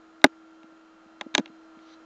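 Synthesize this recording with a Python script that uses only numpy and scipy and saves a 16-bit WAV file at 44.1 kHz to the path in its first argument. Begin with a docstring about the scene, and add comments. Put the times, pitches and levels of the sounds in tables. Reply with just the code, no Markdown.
"""A quiet room, where a small motor hums and a plastic tub and the camera resting by it are handled.
One hard knock overloads the microphone; a tick, a click-clack and soft bumps follow, and something
brushes faintly near the end. Each contact excites the same damped modes of the plastic, the low
ones swelling later, and the spectrum of its force sets how strongly each mode rings."""
import sys
import numpy as np
from scipy import signal
from scipy.fft import rfft, irfft, next_fast_len
from scipy.io import wavfile
from scipy.ndimage import uniform_filter1d

SR = 44100
rng = np.random.default_rng(int(sys.argv[2]) if len(sys.argv) > 2 else 0)


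def output_pcm(signal):
    """Save a mono or channel-first signal as 16-bit PCM at the path in sys.argv[1].

    Samples are clipped to [-1, 1] before scaling.
    """
    pcm = np.clip(np.atleast_2d(signal).T, -1, 1) * 32767
    wavfile.write(sys.argv[1], SR, np.round(pcm).astype(np.int16))


N = 90404
T = np.arange(N) / SR


def undb(db):
    """Decibels to amplitude ratio."""
    return 10 ** (np.asarray(db) / 20)


def filtered(x, colour):
    """Zero-phase filtering by (frequency_hz, gain_db) points joined over log frequency."""
    hz, db = np.array(colour, float).T
    size = next_fast_len(len(x))
    bins_hz = np.maximum(np.fft.rfftfreq(size, 1 / SR), 1)
    gain = undb(np.interp(np.log(bins_hz), np.log(hz), db))
    return irfft(rfft(x, size) * gain, size)[:len(x)]


def noise(colour, size=N):
    """Spectrally shaped Gaussian noise of rms 1."""
    shaped = filtered(rng.standard_normal(size), colour)
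    return shaped / shaped.std()


def drift(rate_hz):
    """Smoothed random steps with a spread near 1."""
    hold = int(SR / rate_hz)
    steps = np.repeat(rng.standard_normal(N // hold + 1), hold)
    return 1.3 * uniform_filter1d(uniform_filter1d(steps, hold), hold)[:N]


def swell(t, rise_s, t60_s):
    """Envelope of build-up and exponential decay, peak 1."""
    t = np.maximum(t, 0)
    envelope = (1 - np.exp(-t / rise_s)) ** 2 * np.exp(-np.log(1000) * t / t60_s)
    return envelope / (envelope.max() + 1e-18)


def add(out, start_s, sound):
    """Superpose a sound from a given time."""
    i = int(start_s * SR)
    out[i:i + len(sound)] += sound[:N - i]


# spectrum of the room noise: frequency_hz, relative_density_db
ROOM_SPECTRUM = [(25, -13), (90, -13.5), (145, -16.5), (200, -0.5), (290, -4), (380, -4), (700, -0.5),
                 (1050, -4), (1350, -0.5), (2100, -12), (4200, -19), (7000, -24), (9000, -31.5)]


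def room():
    """Stationary broadband noise forms the ambient floor."""
    return undb(-59) * noise(ROOM_SPECTRUM)


# partials of the motor: pitch_hz, level_db
MOTOR_PARTIALS = [(322.8, -54), (645.8, -73.5), (1257, -69.5), (1373.3, -65), (2745, -81.5), (3144, -82.5),
                  (4091, -81.5), (6923, -87.5)]


def motor():
    """A line spectrum wavers under slight random amplitude and frequency modulation."""
    out = np.zeros(N)
    for pitch_hz, level_db in MOTOR_PARTIALS:
        amplitude = np.sqrt(2) * undb(level_db - 1.5 * drift(rate_hz=4.7))
        wavering_hz = pitch_hz * (1 + 0.001 * drift(rate_hz=12))
        out += amplitude * np.sin(2 * np.pi * np.cumsum(wavering_hz) / SR)
    return out


# timing of the rub: start_s, peak_s, end_s
BRUSH_TIMES = (1.77, 1.94, 1.968)
# spectrum of the rub: frequency_hz, relative_density_db
BRUSH_SPECTRUM = [(300, -30), (1500, 4), (3000, 2), (4100, 9), (5200, -5), (6100, 0.5), (8000, -39)]


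def brush():
    """Friction noise from a light, uneven rub grows and stops."""
    uneven_gain = undb(-59 + 1.4 * drift(rate_hz=130))
    envelope = np.interp(T, BRUSH_TIMES, [0, 1, 0])
    return uneven_gain * envelope * noise(BRUSH_SPECTRUM)


# soft bumps as the plastic settles: centre_s, level_db, pitch_hz
SETTLING_BUMPS = [(0.2552, -20, 274.2), (0.2670, -25.5, 280), (0.645, -46, 250), (0.726, -51.5, 278),
                  (1.065, -50.5, 249.7), (1.2227, -39, 290), (1.2673, -32, 282), (1.3883, -21.5, 281.4),
                  (1.3968, -18, 252), (1.4066, -29, 243), (1.502, -44, 245), (1.774, -44, 258)]


def bumps():
    """Soft contacts excite low frequencies: a few cycles and a weak overtone in a Gaussian envelope."""
    width_s, overtone_ratio, overtone_db = 0.0038, 1.95, -12.5
    out = np.zeros(N)
    t = np.arange(-SR // 40, SR // 40) / SR
    envelope = np.exp(-(t / width_s) ** 2)
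    for centre_s, level_db, pitch_hz in SETTLING_BUMPS:
        phase = 2 * np.pi * pitch_hz * t
        tone = np.cos(phase) + undb(overtone_db) * np.cos(overtone_ratio * phase)
        add(out, centre_s + t[0], undb(level_db) * envelope * tone)
    return out


def case_push(t):
    """A heavily damped oscillation gives the dull push on the case."""
    pitch_hz, decay_s = 104.13, 0.0013
    envelope = (t / decay_s) ** 2 * np.exp(-t / decay_s)
    return undb(-18.5) * envelope * np.cos(2 * np.pi * pitch_hz * t)


# spectrum of the crack: frequency_hz, relative_density_db
CRACK_SPECTRUM = [(60, -23.5), (250, -10.5), (700, 2), (1500, 6), (3000, 0), (4000, -1.5), (4900, -7.5),
                  (6400, -9.5), (7300, -13), (9000, -22.5)]


def crack(t):
    """A brief impact radiates broadband noise, with scatter and a reflection from a nearby surface."""
    rise_s, echo_delay_s = 0.0022, 0.02
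    direct = undb(-5.5) * swell(t, rise_s, t60_s=0.008)
    scatter = undb(-36) * swell(t, rise_s, t60_s=0.054)
    echo = undb(-46) * swell(t - echo_delay_s, rise_s, t60_s=0.016)
    return (direct + scatter + echo) * noise(CRACK_SPECTRUM, size=len(t))


# modes of the plastic: pitch_hz, relative_level_db, t60_s
PLASTIC_MODES = [(283, -9.5, .043), (391.8, -14, .037), (611.3, -8.5, 0.026), (708, -15, .021),
                 (839, -10.5, 0.031), (994, -11.5, 0.021), (1199, -17.5, 0.028), (1490, -17.5, 0.026),
                 (1657, -9.5, .018), (1850, -20.5, 0.018), (2130, -12, 0.012), (2380, -15.5, 0.015),
                 (2733, -16.5, 0.013), (3311, -16.5, 0.012), (3763, -8.5, 0.0082), (6277, -18.5, .008)]


def plastic_ring(t):
    """Free vibration is a sum of damped modes, here of alternating sign; low ones build up later."""
    out = np.zeros(len(t))
    for k, (pitch_hz, level_db, t60_s) in enumerate(PLASTIC_MODES):
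        rise_s = 0.002 * (1000 / pitch_hz) ** 0.36
        envelope = undb(level_db) * swell(t, rise_s, t60_s)
        out += (-1) ** k * envelope * np.cos(2 * np.pi * pitch_hz * t)
    return out


# bands of the force spectrum: thump_hz, knock_hz, clack_hz, click_hz, snap_hz
FORCE_BANDS = [280, 750, 1600, 2700, 6000]
# contacts and their force per band: start_s, thump_db, knock_db, clack_db, click_db, snap_db
CONTACT_FORCES = [ (0.216, -62.5, -55.5, -52, -43.5, -46), (0.2411, 0.4, -0.5, 2.3, 1.06, -0.5),
                  (0.6306, -66, -49, -53, -49, -52), (1.2102, -31, -27.5, -29, -20, -26),
                  (1.2140, -43, -29, -41, -40.5, -45), (1.3413, -29, -41, -41.5, -33, -30.5),
                  (1.3450, -38, -32.5, -36.5, -31, -32.5), (1.3492, -26, -18.5, -12.5, -8.5, -3.5),
                  (1.3788, -11.5, -15, -19, -11.5, -10), (1.3907, -32, -29.5, -33.5, -40, -30),
                  (1.3961, -35, -33.5, -39, -40.5, -34), (1.4577, -45, -44.5, -43, -29.5, -41.5),
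                  (1.4764, -57.5, -55, -64, -41.5, -60.5), (1.7886, -61.5, -56.5, -52.5, -43.5, -62), ]


def contacts():
    """Linear response: each force spectrum weights the ring and crack; its clack band scales the push."""
    out = np.zeros(N)
    clock = np.arange(-SR // 50, SR // 6) / SR  # starts early, as the filter spreads both ways in time
    t = np.maximum(clock, 0)
    ring, push = plastic_ring(t), case_push(t)
    for start_s, *force_db in CONTACT_FORCES:
        response = filtered(ring + crack(t), list(zip(FORCE_BANDS, force_db)))
        clack_db = force_db[2]
        add(out, start_s + clock[0], response + undb(clack_db) * push)
    return out


def scene():
    """The sources superpose at one microphone; motor and room noise grow slightly louder."""
    background_gain = undb(np.interp(T, [0.9, 1.9], [-0.5, 1.3]))
    return (contacts() + bumps() + background_gain * (motor() + room()) + brush())[None]


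def record(dry):
    """Overload: a band-limited microphone clips the hard knock; a low-pass trims the distortion."""
    microphone_hz, clip_level, top_hz = 7550, 0.91, 16200
    heard = signal.sosfilt(signal.butter(12, microphone_hz, fs=SR, output="sos"), dry)
    clipped = np.clip(heard, -clip_level, clip_level)
    return signal.sosfilt(signal.ellip(8, 0.2, 70, top_hz, fs=SR, output="sos"), clipped)


dry = scene()
out = record(dry)
output_pcm(out)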